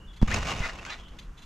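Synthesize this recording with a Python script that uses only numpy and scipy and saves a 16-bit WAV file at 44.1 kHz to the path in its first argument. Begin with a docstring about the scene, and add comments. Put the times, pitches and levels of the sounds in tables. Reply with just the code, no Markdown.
"""Small birds chirp over a faint breeze, then two feet thump onto a garden trampoline, close by.
The mat booms and shakes, and gives a softer thump as it throws the jumper up again.
The springs creak, rattle and clink in surges: their hooks slip and snap, the coils squeak
and the steel frame rings. The padded rim cover rubs and the safety net brushes its poles."""
import sys
import numpy as np
from scipy import signal
from scipy.fft import rfft, irfft
from scipy.io import wavfile
from scipy.ndimage import uniform_filter1d

SR = 44100
rng = np.random.default_rng(int(sys.argv[2]) if len(sys.argv) > 2 else 0)


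def persist_wave(psi):
    """Save psi, clipped to +-1, as 16-bit WAV."""
    counts = np.round(np.clip(psi, -1, 1) * 32767).astype(np.int16)
    wavfile.write(sys.argv[1], SR, np.atleast_2d(counts).T)


N = 63945
T = np.arange(N) / SR
HOOK_T60_S = 0.034


def amp(db):
    """Decibels to gain."""
    return 10 ** (np.asarray(db) / 20)


def unit(x):
    """Scales to rms 1."""
    return x / np.sqrt(np.mean(x ** 2) + 1e-20)


def level(points):
    """Gain envelope through (time_s, level_db) points."""
    return amp(np.interp(T, *np.transpose(points)))


def conv(x, taps):
    """Convolution, cut to the scene's length."""
    return signal.fftconvolve(x, taps)[:N]


def colour(x, points, size=8192):
    """Minimum-phase EQ through (freq_hz, gain_db) points; a white signal keeps its power."""
    hz, db = np.transpose(points)
    bin_hz = abs(np.fft.fftfreq(size, 1 / SR))
    log_gain = np.log(amp(np.interp(np.log(bin_hz + 1), np.log(hz), db)))
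    spectrum = np.exp(np.conj(signal.hilbert(log_gain)))
    taps = np.fft.ifft(spectrum).real[:size // 2]
    return conv(x, taps / np.linalg.norm(taps))


def burst(start, t60):
    """Noise with an instant attack and an exponential decay."""
    return rng.standard_normal(N) * (T >= start) * amp(-60 * np.maximum(T - start, 0) / t60)


def tail(t60):
    """Diffuse ring of energy 1."""
    taps = burst(0, t60)
    return taps / np.linalg.norm(taps)


def modes(rows):
    """Ring of (pitch_hz, level_db, t60_s) modes in random phase, energy 1."""
    taps = 0
    for hz, db, t60 in rows:
        decay = amp(db - 60 * T / t60) / np.sqrt(t60)
        taps += decay * np.sin(2 * np.pi * (hz * T + rng.random()))
    return taps / np.linalg.norm(taps)


def slips(per_s, spread_db):
    """Random stick-slip clicks of uneven size, rms 1."""
    sizes = amp(spread_db * np.minimum(rng.exponential(1, N), np.pi))
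    signs = rng.choice([-1, 1], N)
    return unit(sizes * signs * (rng.random(N) < per_s / SR))


def swell(peak, rise, fall):
    """Bell-shaped envelope with its own rise and fall."""
    return np.exp(-((T - peak) / np.where(T < peak, rise, fall)) ** 2 / 2)


def widen(x):
    """Stereo image: the bass stays centred, the treble is scattered in phase."""
    # side signal against the centre: freq_hz, gain_db
    side_eq = [(30, -30), (125, -22), (250, -17), (500, -11), (1000, -9), (2000, -7.5), (4000, -9.5),
               (12000, -9.5)]
    side_gain = amp(np.interp(np.fft.rfftfreq(N, 1 / SR), *np.transpose(side_eq)))
    scatter = rfft(tail(t60=0.03))
    side = irfft(rfft(x) * scatter / abs(scatter) * side_gain, N)
    return np.array([x + side, x - side])


def breeze():
    """A bed of light wind rumble and the steady hiss of distant leaves."""
    # tone of the wind: freq_hz, gain_db
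    wind_eq = [(15, -5.5), (35, 4.5), (55, 0), (90, -14.5), (170, -12.5), (300, -23.5), (600, -35),
               (2000, -79)]
    # rise and fall of the wind: time_s, level_db
    gusts = [(0, -38.5), (.15, -46.5), (.5, -39.5), (.85, -50.5), (1.1, -44), (1.23, -45), (1.31, -43),
             (1.36, -52.5), (1.43, -46.5)]
    # tone of the leaves: freq_hz, gain_db
    leaves_eq = [(200, -3), (400, -1.5), (600, -7.5), (1100, 0), (1600, -3.5), (2200, -12.5), (3000, -12.5),
                 (4000, -20), (7000, -18), (9500, -28.5), (12000, -27), (14000, -40)]
    wind, leaves = rng.standard_normal((2, N))
    rumble = level(gusts) * unit(colour(wind, wind_eq))
    return widen(rumble + amp(-60) * colour(leaves, leaves_eq))


def birds():
    """Short gliding, wavering whistles that echo from the trees."""
    # bird notes: start_s, length_s, from_hz, to_hz, level_db, waver_hz
    chirps = [(0, 0.017, 2800, 2900, -54.5, 71), (0.029, .036, 2980, 2985, -60, 40.4),
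              (0.07, 0.04, 3650, 3296, -54, 50), (0.192, 0.023, 3580, 3310, -50, 40),
              (.98, 0.0325, 3450, 3240, -51.5, 140.4), (1.02, 0.0495, 3300, 3104, -55, 190),
              (1.07, 0.027, 3250, 3200, -72, 187)]
    song = 0
    for start, length, from_hz, to_hz, db, waver_hz in chirps:
        progress = np.clip((T - start) / length, 0, 1)
        waver = waver_hz * unit(uniform_filter1d(rng.standard_normal(N), size=90))
        hz = to_hz + (from_hz - to_hz) * (1 - progress) ** 2 + waver
        song += amp(db) * np.sin(np.pi * progress) * np.sin(2 * np.pi * np.cumsum(hz) / SR)
    echo = amp(3) * conv(song, tail(t60=0.51))
    return widen(song + echo)


def safety_net():
    """The net brushes its poles in brief, grainy rustles."""
    # touches of the net: peak_s, level_db, rise_s, fall_s
    rustles = [(.135, -59, .005, .008), (0.167, -55.5, 0.0047, 0.013), (1.084, -58, .004, 0.0042),
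               (1.189, -47, .002, 0.007), (1.219, -59.5, 0.013, 0.027), (1.384, -55, 0.0078, 0.014),
               (1.425, -55, 0.0075, 0.016)]
    # crisp tone of the mesh: freq_hz, gain_db
    mesh_eq = [(500, -33), (1600, -8.5), (2400, 1.5), (3300, 4.5), (4500, 0), (5400, -10), (6600, -1),
               (9000, -19.5), (11800, -16), (13000, -25), (14000, -30)]
    touch = sum(amp(db) * swell(peak, rise, fall) for peak, db, rise, fall in rustles)
    grains = touch * slips(per_s=4400, spread_db=-1)
    return widen(colour(conv(grains, tail(t60=0.027)), mesh_eq))


def rim_cover():
    """The padded cover sticks and slips in dull rubs."""
    # rubs of the cover: peak_s, level_db, rise_s, fall_s
    rubs = [(0.359, -37.5, 0.027, 0.028), (.51, -46, 0.035, 0.056), (.745, -50.5, 0.013, 0.03),
            (.795, -50.5, 0.013, 0.046), (.95, -58, 0.12, .06), (1.158, -54, 0.034, 0.012)]
    # muffled tone of the padding: freq_hz, gain_db
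    padding_eq = [(80, -10), (200, 2.5), (350, -2), (600, -6), (1100, -8), (1800, -19.5), (4000, -34),
                  (12000, -50)]
    pressure = sum(amp(db) * swell(peak, rise, fall) for peak, db, rise, fall in rubs)
    return widen(colour(pressure * slips(per_s=1100, spread_db=3.5), padding_eq))


def hook_clinks():
    """Hooks snap in their eyes: a knock of the frame tube and a bright crack of steel. The net also gives one
    bright tick against a pole."""
    # snaps: start_s, knock_db, crack_db; the last row is a bright tick of the net against its pole
    snaps = [(0.2793, -43, -37.5), (.3135, -39, -33), (.342, -23, -18.5), (0.3454, -27, -34.5),
             (0.3632, -31.5, -35), (0.3854, -30, -32.5), (0.4291, -24, -40), (0.478, -34, -40),
             (0.4964, -22.5, -38), (.517, -23, -34), (0.524, -22, -36.5), (0.5926, -32, -33),
             (0.7871, -36.5, -46), (0.829, -41, -54), (.851, -31, -36.5), (0.8638, -30, -40),
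             (1.188, -71, -47)]
    # tone of the tube's knock: freq_hz, gain_db
    knock_eq = [(200, -28), (600, -4.5), (1100, 5), (2200, -1.5), (2750, 2.5), (3600, -14), (6000, -14),
                (12000, -53)]
    # tone of the hook's crack: freq_hz, gain_db
    crack_eq = [(1000, -17), (4000, -9), (5250, 0.5), (5850, -5.5), (6500, 2.5), (7200, -5.5), (8600, -21),
                (12000, -23.5), (14000, -55)]
    knock, crack = 0, 0
    for start, knock_db, crack_db in snaps:
        knock += amp(knock_db) * (burst(start, t60=0.0095) + amp(-14.5) * burst(start, t60=0.047))
        snap = amp(-1.5) * burst(start, t60=0.0034)
        crack += amp(crack_db) * (snap + amp(-8) * burst(start, HOOK_T60_S))
    return widen(colour(knock, knock_eq) + colour(crack, crack_eq))


def spring_creaks():
    """Under changing load, fast slips scrape a hook and drive its coil into a rough, gliding squeak."""
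    # creaks: peak_s, squeak_db, scrape_db, rise_s, fall_s, pitch_hz, glide_hz_per_s
    creaks = [(0.283, -39.5, -39, 0.0034, 0.021, 2000, 0), (0.32, -28.5, -33, .008, 0.0083, 1800, 29984),
              (0.335, -45, -46, .006, 0.0065, 2150, 15000), (0.342, -32.5, -55, .003, 0.0042, 2528, -3),
              (0.364, -37, -56, .004, 0.0066, 2750, 2992), (.52, -46, -54, 0.007, 0.0081, 2766, -6),
              (.621, -36, -41.5, 0.0039, 0.006, 2074, -2), (0.644, -34.5, -39, 0.01413, 0.017, 2035, 495),
              (0.659, -36.5, -36.5, 0.013, 0.016, 1420, -3000),
              (0.693, -42.5, -38, .005, 0.011, 1860, -500), (.796, -41, -59, 0.0051, 0.0038, 2660, 12),
              (.873, -44, -39.5, 0.012, 0.017, 1549, 4), (0.906, -39, -39, 0.011, 0.015, 2760, 1009),
              (.931, -48, -39, .011, 0.01, 1975, 8), (0.931, -40.5, -64, 0.013, 0.011, 4000, -10)]
    # partials of a coil: pitch_ratio, level_db
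    coil = [(0.738, -13), (.9, -7), (1, 2), (1.179, -12), (1.369, -19.5), (2.03, -24)]
    # tone of the scraping hook: freq_hz, gain_db
    scrape_eq = [(300, -23), (900, -1), (1400, 3), (2600, -0.5), (4000, -9.5), (6800, -15), (8500, -29.5),
                 (12000, -64), (14000, -47)]
    coil_t60_s, roughness = 0.093, 0.58
    pole = amp(-60 / coil_t60_s / SR)
    out = 0
    for peak, squeak_db, scrape_db, rise, fall, hz, glide in creaks:
        cycles = np.cumsum(hz + glide * np.clip(T - peak, -2 * rise, 2 * fall)) / SR
        squeak = 0
        for ratio, partial_db in coil:
            shake = unit(signal.lfilter([1], [1, -pole], rng.standard_normal((2, N))))
            wobble = 1 - roughness + roughness * (shake[0] + 1j * shake[1])  # in level and phase
            partial = np.exp(2j * np.pi * (ratio * cycles + rng.random()))
            squeak += amp(partial_db) * (wobble * partial).real
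        load = swell(peak, rise, fall)
        friction = load * slips(per_s=610, spread_db=3.5)
        scrape = colour(conv(friction, tail(HOOK_T60_S)), scrape_eq)
        out += amp(squeak_db) * load * squeak + amp(scrape_db) * scrape
    garden_echo = amp(-14) * conv(out, tail(t60=0.25))
    return widen(out + garden_echo)


def hook_rattle(groups=5):
    """Groups of spring hooks chatter on the rim and ring the frame tubes."""
    # surges of the rattle: time_s, level_db
    surges = [(.2, -77), (.235, -53.5), (.268, -49.5), (.285, -36.5), (.32, -36.5), (.35, -31), (.4, -39),
              (.455, -36.5), (.5, -31.5), (.525, -34), (.545, -39), (.66, -38.5), (.74, -46.5),
              (.84, -48.5), (.93, -51), (1.0, -53.5), (1.08, -65.5), (1.16, -60.5), (1.25, -72),
              (1.45, -68)]
    # tone of the hooks: freq_hz, gain_db
    hook_eq = [(100, -19), (350, 0.5), (600, -2), (1050, -0.5), (1500, -5), (2800, -1.5), (3600, -9.5),
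               (6800, -13), (8500, -24.5), (10000, -32.5), (12000, -31), (14000, -64)]
    # modes of the steel frame: pitch_hz, level_db, t60_s
    frame_modes = [(548, -1.5, 0.54), (613.4, -6.5, 0.27), (669, 0.5, 0.19), (801, -4.5, 0.17),
                   (927, -0.5, 0.2), (996, -3.5, 0.24), (1162, 0.5, 0.067), (1480, 5, 0.067),
                   (1780, -27, 0.17), (1880, 0.5, 0.34), (1980, -1, 0.76), (2470, -11, 0.15),
                   (2776, -7.5, 0.12), (2810, -2.5, 0.26)]
    out = 0
    for _ in range(groups):
        clicks = slips(per_s=1500 / groups, spread_db=4) * level(surges) / np.sqrt(groups)
        hooks = colour(0.62 * clicks + 0.65 * conv(clicks, tail(HOOK_T60_S)), hook_eq)
        frame = amp(-7.5) * conv(clicks, modes(frame_modes))
        out += widen(hooks + frame)
    return out


def mat():
    """Each blow pushes air, sucks it back and rings the stretched cloth, which then shakes."""
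    # first foot, second foot, take-off: start_s, level_db, push_s, suction_s
    thumps = [(0.2185, -12.5, 0.0026, 0.0071), (0.2287, -8, 0.00083, 0.0071), (0.6032, -18, 0.002, 0.012)]
    # socks slapping the cloth: start_s, level_db, t60_s
    slaps = [(0.2154, -27, 0.019), (0.2232, -21, 0.043)]
    # tone of a slap: freq_hz, gain_db
    slap_eq = [(80, -5.5), (220, 7), (450, -12), (1000, -10), (2500, -23.5), (6500, -32), (9000, -41.5),
               (14000, -50)]
    # shaking of the mat: time_s, level_db
    flutter_envelope = [(0, -72), (.17, -61), (.225, -46), (.27, -31.5), (.37, -28), (.42, -34), (.52, -32),
                        (.6, -37), (.72, -46.5), (.9, -51), (1.45, -59.5)]
    # deep tone of the shaking: freq_hz, gain_db
    flutter_eq = [(15, -4), (35, 4), (65, 1), (120, -5.5), (200, -8), (320, -22), (700, -37), (2000, -62.5)]
    cloth_hz, cloth_t60_s = 213.4, 0.0393
    flutter = level(flutter_envelope) * unit(colour(rng.standard_normal(N), flutter_eq))
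    boom = 0
    for start, db, push_s, suction_s in thumps:
        age = np.maximum(T - start, 0)
        push, suction = age / push_s, age / suction_s
        pulse = push ** 2 * np.exp(-push) - push_s / suction_s * suction ** 2 * np.exp(-suction)
        envelope = amp(-7.5 - 60 * age / cloth_t60_s) * (1 - np.exp(-push))
        ring = envelope * np.sin(2 * np.pi * cloth_hz * (age - push_s))
        softness = 2 * (np.pi * cloth_hz * push_s) ** 2  # a slower blow rings the cloth less
        boom += amp(db) * (pulse / abs(pulse).max() + ring / softness)
    socks = sum(amp(db) * burst(start, t60) for start, db, t60 in slaps)
    return widen(flutter + boom + colour(socks, slap_eq))


def scene():
    """One bounce on the trampoline over the garden ambience."""
    trampoline = mat() + hook_rattle() + spring_creaks() + hook_clinks() + rim_cover() + safety_net()
    return trampoline + birds() + breeze()


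def record(dry):
    """A steep low-pass trims the highest treble."""
    lowpass = signal.firwin(255, cutoff=13600, window=("kaiser", 9), fs=SR)
    return signal.oaconvolve(dry, lowpass[None], "same")


dry = scene()
out = record(dry)
persist_wave(out)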